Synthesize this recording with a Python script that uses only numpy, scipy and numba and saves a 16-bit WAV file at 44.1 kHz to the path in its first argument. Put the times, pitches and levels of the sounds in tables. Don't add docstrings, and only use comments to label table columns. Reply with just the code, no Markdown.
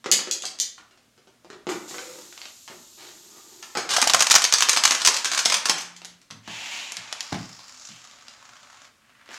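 import sys
import numpy as np
from scipy import signal
from scipy.fft import rfft, irfft, next_fast_len
from scipy.io import wavfile
from numba import njit

SR = 44100
rng = np.random.default_rng(int(sys.argv[2]) if len(sys.argv) > 2 else 0)


def bounce(signal):
    frames = np.transpose(np.atleast_2d(signal))
    limited = np.clip(frames, -1, 1)
    pcm = np.round(limited * 32767).astype(np.int16)
    wavfile.write(sys.argv[1], SR, pcm)


N = 413638
TIME = np.arange(N) / SR

# [f/Hz, level/dB]
AIR_COLOUR = [(15, -32), (25, -11), (108, -3), (170, -12.5), (242, 3.5), (344, -11.5), (677, -6),
              (754, -19), (1130, -8), (1230, -10.5), (7110, -14.5), (14800, -26.5), (16000, -31)]
# [f/Hz, level/dB]
RUMBLE_COLOUR = [(30, -15), (58, -4), (85, -13), (118, 9.5), (160, 1), (230, 1.5), (400, -4.5)]
# [f/Hz, t60/s]
ROOM_T60 = [(100, 0.64), (400, 0.58), (1500, 0.62), (4000, 0.46), (7000, 0.39), (10000, 0.35),
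            (15000, 0.28)]

# [t/s, peak level/dB, bass level/dB, main note f/Hz]
KNOCKS = [(0.043, -21.5, -14, 278), (0.06, -13.5, 1, 532), (0.191, -18, -9, 570), (0.273, -19, -2.5, 536),
          (0.438, -26, -2, 755), (0.78, -30.5, -10, 309), (0.91, -44.5, -5, 387), (0.975, -45.5, -9, 522),
          (1.178, -44.5, 2, 319), (1.273, -45, 10, 382), (1.447, -40, 13.5, 638), (1.502, -28.5, 3.5, 390),
          (1.53, -34.5, 7, 406), (1.669, -21, 16, 361), (1.691, -15.5, 0, 345), (1.716, -17.5, 5, 343),
          (1.879, -39, 0, 293), (1.91, -26, 5, 326), (1.943, -22, -3, 503), (1.983, -16, -14, 363),
          (2.678, -22.5, -20, 653), (2.7, -32.5, 13, 369), (3.752, -9.5, -4.5, 832), (3.771, -18, 9, 740)]
# [f/Hz, level/dB]
KNOCK_COLOUR = [(60, -41.5), (130, -17), (210, -13), (350, -0.5), (520, -6), (750, -5.5), (1200, -6.5),
                (2600, -11), (7000, -17), (9200, -32), (15000, -51)]
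# [multiple of main note, level/dB, t60/s]
BOX_MODES = [(.81, -16, 0.16), (1, 3.5, 0.11), (1.13, -14, .12), (1.57, -7.5, 0.16), (2.41, -9.5, 0.097),
             (3.01, -10.5, 0.074), (3.7, -11.5, .1)]

# [t/s, peak level/dB, bass level/dB]
CLACKS = [(0.1152, 3, 3.5), (0.1235, -3, 7.5), (0.312, -5.5, -10), (0.4219, -18, 5), (0.4537, -13, 2),
          (0.588, -21, 4), (0.6, -5, -6.5)]
# [f/Hz, level/dB]
CLACK_COLOUR = [(200, -16.5), (520, -19), (750, -23.5), (1300, -25), (2000, -12), (2700, -9.5), (3200, -2),
                (4100, -2), (4700, 2), (5600, -3), (6600, 3), (7700, -4.5), (9400, -14.5), (13000, -24.5),
                (16000, -37.5)]
# [f/Hz, level/dB, t60/s]
CLACK_MODES = [(3380, -7, 0.22), (3960, -7, .1), (4915, 8.5, 0.091), (5260, -13.5, .09), (6300, 6, .25),
               (6475, -12, .25), (6734, -19.5, .17), (7070, -16.5, .2), (7510, 0.5, .15),
               (7650, 3.5, 0.185), (10455, -11, .12), (13130, -27, .15)]

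# [t/s, level/dB]
LOW_BUMPS = [(0.118, -51), (4.146, -48), (4.353, -43.5), (5.072, -35), (5.696, -50)]

# [f/Hz, level/dB]
HISS_COLOUR = [(1470, -78), (2500, -11), (3240, -7), (3520, -4), (5630, -2.5), (7080, 3), (9600, -14.5),
               (11000, -15), (14300, -43), (22000, -120)]
# [t/s, level over the steady hiss/dB, decay/s]
HISS_SURGES = [(1.68, 16, 0.045), (1.877, 9.5, 0.18)]

# [t/s, length/s, level/dB]
ROLL = [(1.87, 0.31, -51.5), (2.695, 0.02, -55), (2.966, 0.68, -58.5)]
# [f/Hz, width/Hz, level/dB]
ROLL_PEAKS = [(376, 55, 6), (545, 30, -11.5), (814, 380, -7.5), (1210, 68, -10.5), (1750, 1200, -16.5),
              (4250, 2900, -16)]
# [t/s, length/s, level/dB]
RUBS = [(2.364, 0.12, -50.5), (2.969, 0.14, -49)]

# [t/s, peak level/dB, bass level/dB, treble level/dB]
TICKS = [(2.326, -24, 0, -15), (2.377, -22.5, -2, -15), (2.4166, -17.5, -7, -14), (2.4552, -19.5, 3, -14),
         (6.018, -29, 12.5, -4), (6.0478, -23, 5, 7), (6.0534, -24.5, 4.5, 7), (6.3097, -22, 12, -2),
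         (6.921, -17, 0, 9), (6.9689, -10.5, -14, 1), (7.1268, -10, 5, 1.5), (7.152, -34, 5, 0),
         (7.207, -7.5, -12, -4), (7.2286, -21, -6, 0), (7.3278, -19.5, 14, 1), (7.5924, -31, 15.5, -5),
         (8.1124, -32, -6, 2), (8.2827, -22.5, -7, -7), (8.8513, -32.5, -1.5, -2), (9.26, -40, -5, -1),
         (9.2901, -32.5, 20, -9)]
# [f/Hz, level/dB]
TICK_COLOUR = [(120, -75), (200, -14.5), (883, -9.5), (1180, -9), (1480, -8.5), (3970, -3), (4860, -2),
               (7140, -7), (9060, -19.5), (10500, -14.5), (16000, -42)]

# [t/s, peak level/dB, bass level/dB]
CASES = [(3.6263, -25, 9.5), (3.7723, -12, 5.5), (3.891, -12, -4), (3.907, -9, 4.5), (3.937, -6.5, -3),
         (3.9649, -1.5, 1), (4.0161, -1.5, -3), (4.0254, -2.5, 11), (4.0408, -11, 7), (4.0737, -1.5, -1),
         (4.0974, -2.5, 6), (4.1354, 0, 4.5), (4.1456, 1, 9.5), (4.194, -7.5, 1.5), (4.2055, 0, 4),
         (4.223, 1.5, -0.5), (4.2676, -4, -1), (4.3, -6, 3.5), (4.3087, 1.5, -1.5), (4.315, 4.5, -10),
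         (4.341, -1.5, 5.5), (4.3527, 6, -6.5), (4.3596, 2.5, 3), (4.4198, -5, 0), (4.4412, 0, -3.5),
         (4.4511, -3.5, -12), (4.5244, -1, -3), (4.538, 2.5, -3.5), (4.5834, -7, -2), (4.6065, -3, -4),
         (4.6232, 1, -2), (4.6863, -5, 3), (4.6938, 2.5, -11), (4.7311, -4.5, 0), (4.7634, -7, 8.5),
         (4.772, -3.5, 4), (4.837, -0.5, -4.5), (4.8524, 3.5, -1), (4.9085, -1.5, 2.5), (4.9198, -6.5, 6),
         (4.949, -8.5, -1), (5.0, -17, 2.5), (5.018, -10, 4.5), (5.0496, -1, -2), (5.0612, 0, -6.5),
         (5.0732, 3.5, -1), (5.0836, -9, 12.5), (5.142, -8.5, -3), (5.1655, -7.5, -5), (5.2458, -8, 1),
         (5.255, -7, 2), (5.3161, -9.5, 7), (5.334, -10, -2), (5.3473, -10.5, 2.5), (5.3756, -5, 0.5),
         (5.3907, -5.5, -3), (5.4518, -6.5, -14), (5.457, -0.5, 0), (5.4996, -7, 4.5), (5.5221, -4.5, 4),
         (5.5418, -1.5, -3), (5.6555, -5, 2.5), (5.686, -14, 8), (5.696, -0.5, 7.5), (5.7396, -27, 11),
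         (5.7818, -15.5, -4), (5.8091, -17, -16), (5.9636, -27.5, -20), (6.215, -39.5, -6)]
# [f/Hz, level/dB]
CASE_COLOUR = [(35, -71), (60, -31.5), (217, -18), (281, -14), (323, -16), (363, -14.5), (480, -10.5),
               (666, -7.5), (1060, -1.5), (2090, -3), (2350, -1.5), (2580, -2), (6430, 1), (14200, -26.5),
               (16000, -40.5)]
# [t/s, level/dB]
CASE_ROOM = [(3.65, -1.5), (3.92, 3.5), (4.02, -8.5), (4.35, -6.5), (4.55, -3.5), (5.8, -3)]

# [t/s, level/dB]
POPS = [(3.9825, -8.5), (4.0715, -8.5), (4.141, -11)]

# [t/s, peak level/dB, bass level/dB]
THUDS = [(6.304, -37, 4), (6.477, -23.5, -9), (6.974, -35, -11), (7.324, -14, 0.5), (7.344, -17, -2),
         (7.891, -54, 11)]
# [f/Hz, level/dB]
THUD_COLOUR = [(35, -52), (70, -12), (115, 0), (170, 4), (220, -1), (310, -3), (400, -9), (520, -15),
               (790, -10.5), (1600, -9.5), (3000, -12.5), (6500, -16.5), (9000, -30)]
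# [f/Hz, level/dB, t60/s]
THUD_MODES = [(111, -2, 0.52), (172, 3, 0.093), (211, 4, 0.11), (305, -17, 0.079)]

# [t/s, level/dB, treble level/dB]
SLIDE = [(6.43, -61, -65), (6.51, -41, -46), (6.77, -37, -40.5), (7.07, -48.5, -52), (7.65, -53, -53),
         (7.87, -53.5, -45.5), (8.14, -53, -56.5), (8.86, -53, -56.5), (8.93, -79, -90)]
# [t/s, level/dB, treble level/dB]
RUN_OUT = [(9.02, -65, -87), (9.13, -61.5, -84), (9.27, -58, -77), (9.34, -45, -46.5), (9.38, -45, -47)]
# [start t/s, end t/s, f/Hz, level/dB]
SLIDE_RING = [(6.437, 6.854, 2900, -3.5), (7.2, 7.696, 5080, -1), (7.872, 7.96, 2860, 2),
              (8.3, 8.896, 1380, -11.5), (9.014, 9.38, 1900, -2.5)]
# [f/Hz, level/dB]
SLIDE_COLOUR = [(200, -10), (420, -13), (600, -5.5), (950, 0), (1300, -5), (2400, 4.5), (3700, -2.5),
                (4700, -20)]
# [f/Hz, level/dB]
TUBE_COLOUR = [(300, -27), (430, -18), (620, -5), (900, -4.5), (1200, 1.5), (1700, -2.5), (2400, -5),
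               (3600, -8), (5000, -22.5)]
# [f/Hz, level/dB]
RATTLE_COLOUR = [(3000, -16), (4500, 0), (5200, 0.5), (7100, 2), (8700, -14.5), (12000, -23.5),
                 (16000, -42)]


def undb(db):
    return 10 ** (np.asarray(db) / 20)


def unit(x):
    return x / np.sqrt(np.mean(x ** 2) + 1e-30)


def unit_energy(x):
    return x / np.sqrt(np.sum(x ** 2) + 1e-30)


def at_hz(points, hz):
    f, value = np.transpose(points)
    return np.interp(np.log(np.maximum(hz, 1)), np.log(f), value)


def spectrum_db(points, hz):
    hz = np.maximum(hz, 1)
    octaves_below = np.maximum(np.log2(points[0][0] / hz), 0)
    octaves_above = np.maximum(np.log2(hz / points[-1][0]), 0)
    return at_hz(points, hz) - 20 * np.minimum(octaves_below + octaves_above, 4)


def colour(x, points):
    size = next_fast_len(N)
    gain = undb(spectrum_db(points, np.fft.rfftfreq(size, 1 / SR)))
    return unit(irfft(rfft(x, size) * gain, size)[:N])


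def causal(db):
    cepstrum = irfft(np.log(undb(db)))
    half = len(cepstrum) // 2
    folded = np.r_[cepstrum[0], 2 * cepstrum[1:half], np.zeros(half)]
    return irfft(np.exp(rfft(folded)))


def curve(table, column=1):
    rows = np.array(table)
    return np.interp(TIME, rows[:, 0], rows[:, column])


def swell(start, end, db, attack_s, release_s):
    attack = np.clip((TIME - start) / attack_s, 0, 1)
    release = np.exp(-np.maximum(TIME - end, 0) / release_s)
    return undb(db) * attack * release


def walk(rate):
    knots = rng.standard_normal(int(N / SR * rate) + 2)
    return np.interp(TIME * rate, np.arange(len(knots)), knots)


def grains(rate, spread_db):
    sizes = undb(spread_db * np.minimum(rng.exponential(size=N), np.pi))
    strikes = rng.random(N) < rate / SR
    return unit(strikes * sizes * rng.choice([-1, 1], N))


def add(track, s, sound):
    start = max(int(s * SR), 0)
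    track[start:start + len(sound)] += sound[:N - start]


@njit
def resonance(x, hz, width):
    y, band, low = np.empty(len(x)), 0., 0.
    for i in range(len(x)):
        g, damping = np.tan(np.pi * hz[i] / SR), width / hz[i]
        v = (band + g * (x[i] - low)) / (1 + g * (g + damping))
        band, low, y[i] = 2 * v - band, low + 2 * g * v, damping * v
    return y


def room_response(early_db, early_s, length=0.9):
    size = 32768
    t = TIME[:size]
    hz, noise = np.fft.rfftfreq(size, 1 / SR), rfft(rng.standard_normal(size))
    centres, t60s = np.transpose(ROOM_T60)
    tail = np.zeros(size)
    for share, t60 in zip(np.eye(len(centres)), t60s):
        band = irfft(noise * at_hz(np.c_[centres, share], hz))
        tail += band * np.exp(-np.log(1000) * t / (t60 * length))
    tail = unit_energy(tail * np.clip((t - .004) / 0.0068, 0, 1))
    early = rng.standard_normal(size) * (rng.random(size) < 2500 / SR) * np.exp(-t / early_s)
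    return unit_energy(tail + undb(early_db) * unit_energy(early * (t > .003)))


def places(early_db, early_s, length, count):
    return [room_response(early_db, early_s, length) for _ in range(count)]


def room(x, early_db, early_s):
    return signal.oaconvolve(x, room_response(early_db, early_s))[:N]


def ring(modes, scale, scatter_db=3):
    t = TIME[:SR // 4]
    hz, db, t60 = np.transpose(modes)[:, :, None]
    weight, detune = rng.standard_normal((2, len(modes), 1))
    waves = np.sin(2 * np.pi * scale * hz * (1 + .002 * detune) * t) * np.exp(-np.log(1000) * t / t60)
    mix = np.sum(undb(db + scatter_db * weight) * waves, axis=0)
    radiation = signal.butter(2, scale * hz.min() / 2, "highpass", fs=SR)
    return unit_energy(signal.lfilter(*radiation, mix))


def shell(ring_s, count=64):
    t = TIME[:SR // 20]
    hz, phase = rng.uniform(609, 9500, (count, 1)), rng.uniform(0, 2 * np.pi, (count, 1))
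    return unit_energy(np.sum(np.sin(2 * np.pi * hz * t + phase) * np.exp(-t / ring_s), axis=0))


def strike(decay_s, rebound_db, crack_db, shell_db, shell_s, size):
    t = TIME[:size]
    contacts = rng.standard_normal(size) * np.where(rng.random(size) < .04, 1, .15)
    after = t - 0.014 * rng.uniform(.5, 2)
    rebound = undb(rebound_db) * (after > 0) * np.exp(-np.abs(after) / decay_s)
    push = unit_energy(contacts * (np.exp(-t / decay_s) + rebound))
    push[0] += undb(crack_db)
    add(push, 0, undb(shell_db) * shell(shell_s))
    return unit_energy(push)


def blows(times, peak_db, bass_db, points, rooms, treble_db, room_db, decay_s, rebound_db,
          bass_hz, treble_hz, crack_db, shell_db, shell_s, modes=None, modes_db=0, notes=1, size=4096):
    track = np.zeros(N)
    hz = np.fft.rfftfreq(size, 1 / SR)
    body_db = spectrum_db(points, hz)
    body_gain = np.sqrt(np.sum(causal(body_db) ** 2))
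    bass = 1 / (1 + (hz / bass_hz) ** 2)
    treble = 1 - 1 / (1 + (hz / treble_hz) ** 4)
    each = np.broadcast(times, peak_db, bass_db, treble_db, room_db, decay_s, notes)
    for k, (s, peak, low, high, wet, decay, note) in enumerate(each):
        push = strike(decay, rebound_db, crack_db, shell_db, shell_s, size)
        spot_db = .6 * np.interp(np.sqrt(hz), np.linspace(0, np.sqrt(SR / 2), 24), rng.standard_normal(24))
        tone_db = low * bass + high * treble + spot_db
        sound = np.zeros(SR // 4)
        sound[:size] = signal.fftconvolve(push, causal(body_db + tone_db))[:size] / body_gain
        if modes is not None:
            tone_at_note = np.interp(note * modes[1][0], hz, tone_db)
            sound += undb(modes_db + tone_at_note) * ring(modes, note)
        add(track, s, undb(peak) * sound)
        add(track, s, undb(peak + wet) * signal.fftconvolve(sound, rooms[k % len(rooms)]))
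    return track


def room_tone():
    air = undb(-64) * colour(rng.standard_normal(N), AIR_COLOUR)
    return air + undb(-73.5) * colour(rng.standard_normal(N), RUMBLE_COLOUR)


def boxes():
    s, peak_db, bass_db, note_hz = np.transpose(KNOCKS)
    weight_db = peak_db - peak_db.mean()
    rooms = places(early_db=-3, early_s=0.0089, length=0.89, count=5)
    return undb(11.5) * blows(
        s, peak_db, bass_db, KNOCK_COLOUR, rooms,
        treble_db=0.5 - .2 * weight_db, room_db=1.1 - 0.067 * weight_db,
        decay_s=0.0065, rebound_db=-17, bass_hz=510, treble_hz=2500,
        crack_db=-4.5, shell_db=-20.5, shell_s=0.0032, modes=BOX_MODES, modes_db=-7.5, notes=note_hz)


def hard_piece():
    s, peak_db, bass_db = np.transpose(CLACKS)
    rooms = places(early_db=-4.5, early_s=0.018, length=0.78, count=4)
    return undb(10.5) * blows(
        s, peak_db, bass_db, CLACK_COLOUR, rooms,
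        treble_db=5 + .5 * peak_db, room_db=2.0,
        decay_s=0.0033, rebound_db=-24.5, bass_hz=1700, treble_hz=10500,
        crack_db=-6.0, shell_db=-13.0, shell_s=0.0046, modes=CLACK_MODES, modes_db=-16.5)


def low_bumps(swing_s=0.0042):
    track, t = np.zeros(N), TIME[:SR // 10] / swing_s
    for s, db in LOW_BUMPS:
        add(track, s, undb(db) * np.e * t * (1 - t / 2) * np.exp(-t))
    return track


def thin_hiss():
    centre_hz = 11700 + 900 * np.minimum(np.abs(TIME - 2.5), 2)
    top = resonance(resonance(rng.standard_normal(N), centre_hz, 4500.), centre_hz, 4500.)
    surge = np.ones(N)
    for s, db, decay_s in HISS_SURGES:
        surge += swell(s, s, db, attack_s=0.014, release_s=decay_s)
    hiss = undb(1.5) * surge * colour(rng.standard_normal(N), HISS_COLOUR)
    hiss += undb(-10) * np.sqrt(surge) * unit(top)
    return swell(1.68, 3.8, -52.5, attack_s=0.021, release_s=0.087) * hiss


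def rolling_ball():
    bumps = grains(rate=420, spread_db=1.5) * undb(2.1 * walk(16))
    track = sum(undb(db) * resonance(bumps, np.full(N, 1. * hz), 1. * width) for hz, width, db in ROLL_PEAKS)
    rolling = sum(swell(s, s + length, db, attack_s=0.02, release_s=0.12) for s, length, db in ROLL)
    sound = undb(1.0) * unit(track) * rolling
    note_start, note_end = 1.92, 2.18
    note_hz = 499 + 88 * np.clip(TIME - note_start, 0, .5)
    note = unit(resonance(resonance(bumps, note_hz, 87.0), note_hz, 87.0))
    sound += note * swell(note_start, note_end, -50, attack_s=.04, release_s=0.032)
    rub_colour = [(600, -3), (1800, -5.0), (4000, -1.5), (5200, -5), (6500, -9)]  # f/Hz, level/dB
    rub = colour(grains(rate=900, spread_db=2.0), rub_colour)
    sound += rub * sum(swell(s, s + length, db, attack_s=.025, release_s=0.024) for s, length, db in RUBS)
    squeak_start, squeak_end = 3.3, 3.43
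    squeak_hz = 1240 - 360 * np.clip(TIME - squeak_start, 0, .5)
    squeak = np.sin(2 * np.pi * np.cumsum(squeak_hz * (1 + 0.031 * walk(130))) / SR)
    sound += squeak * swell(squeak_start, squeak_end, -56, attack_s=.06, release_s=.02)
    return sound + undb(-3.0) * room(sound, early_db=3.5, early_s=0.021)


def ticks():
    s, peak_db, bass_db, treble_db = np.transpose(TICKS)
    near_db = peak_db - peak_db.mean()
    rooms = places(early_db=-4.5, early_s=0.019, length=0.85, count=4)
    return undb(7.5) * blows(
        s, peak_db, bass_db, TICK_COLOUR, rooms,
        treble_db=treble_db, room_db=-3.5 - 0.33 * near_db,
        decay_s=0.0016, rebound_db=-24, bass_hz=1500, treble_hz=7000,
        crack_db=2.0, shell_db=-1.5, shell_s=0.005)


def disc_cases():
    s, peak_db, bass_db = np.transpose(CASES)
    force_db = np.maximum(peak_db - np.median(peak_db), -10)
    room_db = np.interp(s, *np.transpose(CASE_ROOM)) - 0.24 * force_db
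    contact_s = 0.0054 * undb(-0.2 * force_db)
    rooms = places(early_db=-4, early_s=.01, length=0.91, count=16)
    return undb(11.5) * blows(
        s, peak_db, bass_db, CASE_COLOUR, rooms,
        treble_db=-0.38 * room_db, room_db=room_db,
        decay_s=contact_s, rebound_db=-14, bass_hz=1160, treble_hz=7460,
        crack_db=-16.5, shell_db=-8, shell_s=0.0054)


def hollow_pops(pop_hz=720, decay_s=0.0012):
    track, t = np.zeros(N), TIME[:SR // 20]
    age = t / decay_s
    for s, db in POPS:
        add(track, s, undb(db) * age * np.exp(1 - age) * np.sin(2 * np.pi * pop_hz * t))
    return undb(-5) * track + undb(-15) * room(track, early_db=-1.5, early_s=0.017)


def low_note():
    start, end, hz, db, t60 = 5.70, 6.22, 176.3, -53.5, 7.2
    age = np.maximum(TIME - start, 0)
    damping = np.clip((end - TIME) / 0.061, 0, 1)
    return undb(db) * np.sin(2 * np.pi * hz * age) * np.exp(-np.log(1000) * age / t60) * damping


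def thuds():
    s, peak_db, bass_db = np.transpose(THUDS)
    weight_db = peak_db - peak_db.mean()
    rooms = places(early_db=-5, early_s=0.016, length=0.69, count=4)
    return undb(20.5) * blows(
        s, peak_db, bass_db, THUD_COLOUR, rooms,
        treble_db=-3.5 - 0.52 * weight_db, room_db=0.5 - 0.25 * weight_db,
        decay_s=0.0065, rebound_db=-19, bass_hz=303, treble_hz=1200,
        crack_db=-7.0, shell_db=-13, shell_s=0.0063, modes=THUD_MODES, modes_db=-13)


def tube_knocks():
    knocks = np.zeros(N)
    gaps, strength = rng.uniform(.3, 1.7, (1000, 2)).T
    starts = (np.cumsum(gaps) * SR / 55).astype(int)
    knocks[starts[starts < N]] = strength[starts < N]
    bursts = signal.lfilter([1], [1, -np.exp(-1 / (0.0051 * SR))], knocks)
    return unit(bursts * rng.standard_normal(N))


def funnel_and_tube():
    in_tube = np.interp(TIME, [6.95, 7.45], [0, 1])
    funnel_gain, tube_gain = np.sqrt(1 - in_tube), np.sqrt(in_tube)
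    scrape = grains(rate=6000, spread_db=1.5)
    contacts = funnel_gain * scrape + tube_gain * unit(tube_knocks() + scrape)
    wall = funnel_gain * colour(contacts, SLIDE_COLOUR) + tube_gain * colour(contacts, TUBE_COLOUR)
    hollow = np.zeros(N)
    for start, end, hz, db in SLIDE_RING:
        part = unit(resonance(contacts, np.full(N, 1. * hz), 800.0))
        hollow += swell(start, end, db, attack_s=0.048, release_s=0.041) * part
    path = np.vstack([SLIDE, RUN_OUT])
    level_db = curve(path)
    edge = undb(curve(path, column=2) - level_db - 2.0) * colour(contacts, RATTLE_COLOUR)
    level = undb(level_db) * (TIME >= path[0, 0])
    sound = level * (undb(-3) * (wall + hollow) + edge)
    return undb(1) * sound + undb(-5) * room(sound, early_db=-0.5, early_s=0.011)


def scene():
    hits = boxes() + hard_piece() + low_bumps() + ticks() + disc_cases() + hollow_pops() + thuds()
    steady = room_tone() + thin_hiss() + rolling_ball() + low_note() + funnel_and_tube()
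    return (hits + steady)[None]


def record(dry):
    low_pass = signal.ellip(8, .2, 70, 15900, fs=SR, output="sos")
    return signal.sosfilt(low_pass, np.clip(dry, -.9, .9))


dry = scene()
out = record(dry)
bounce(out)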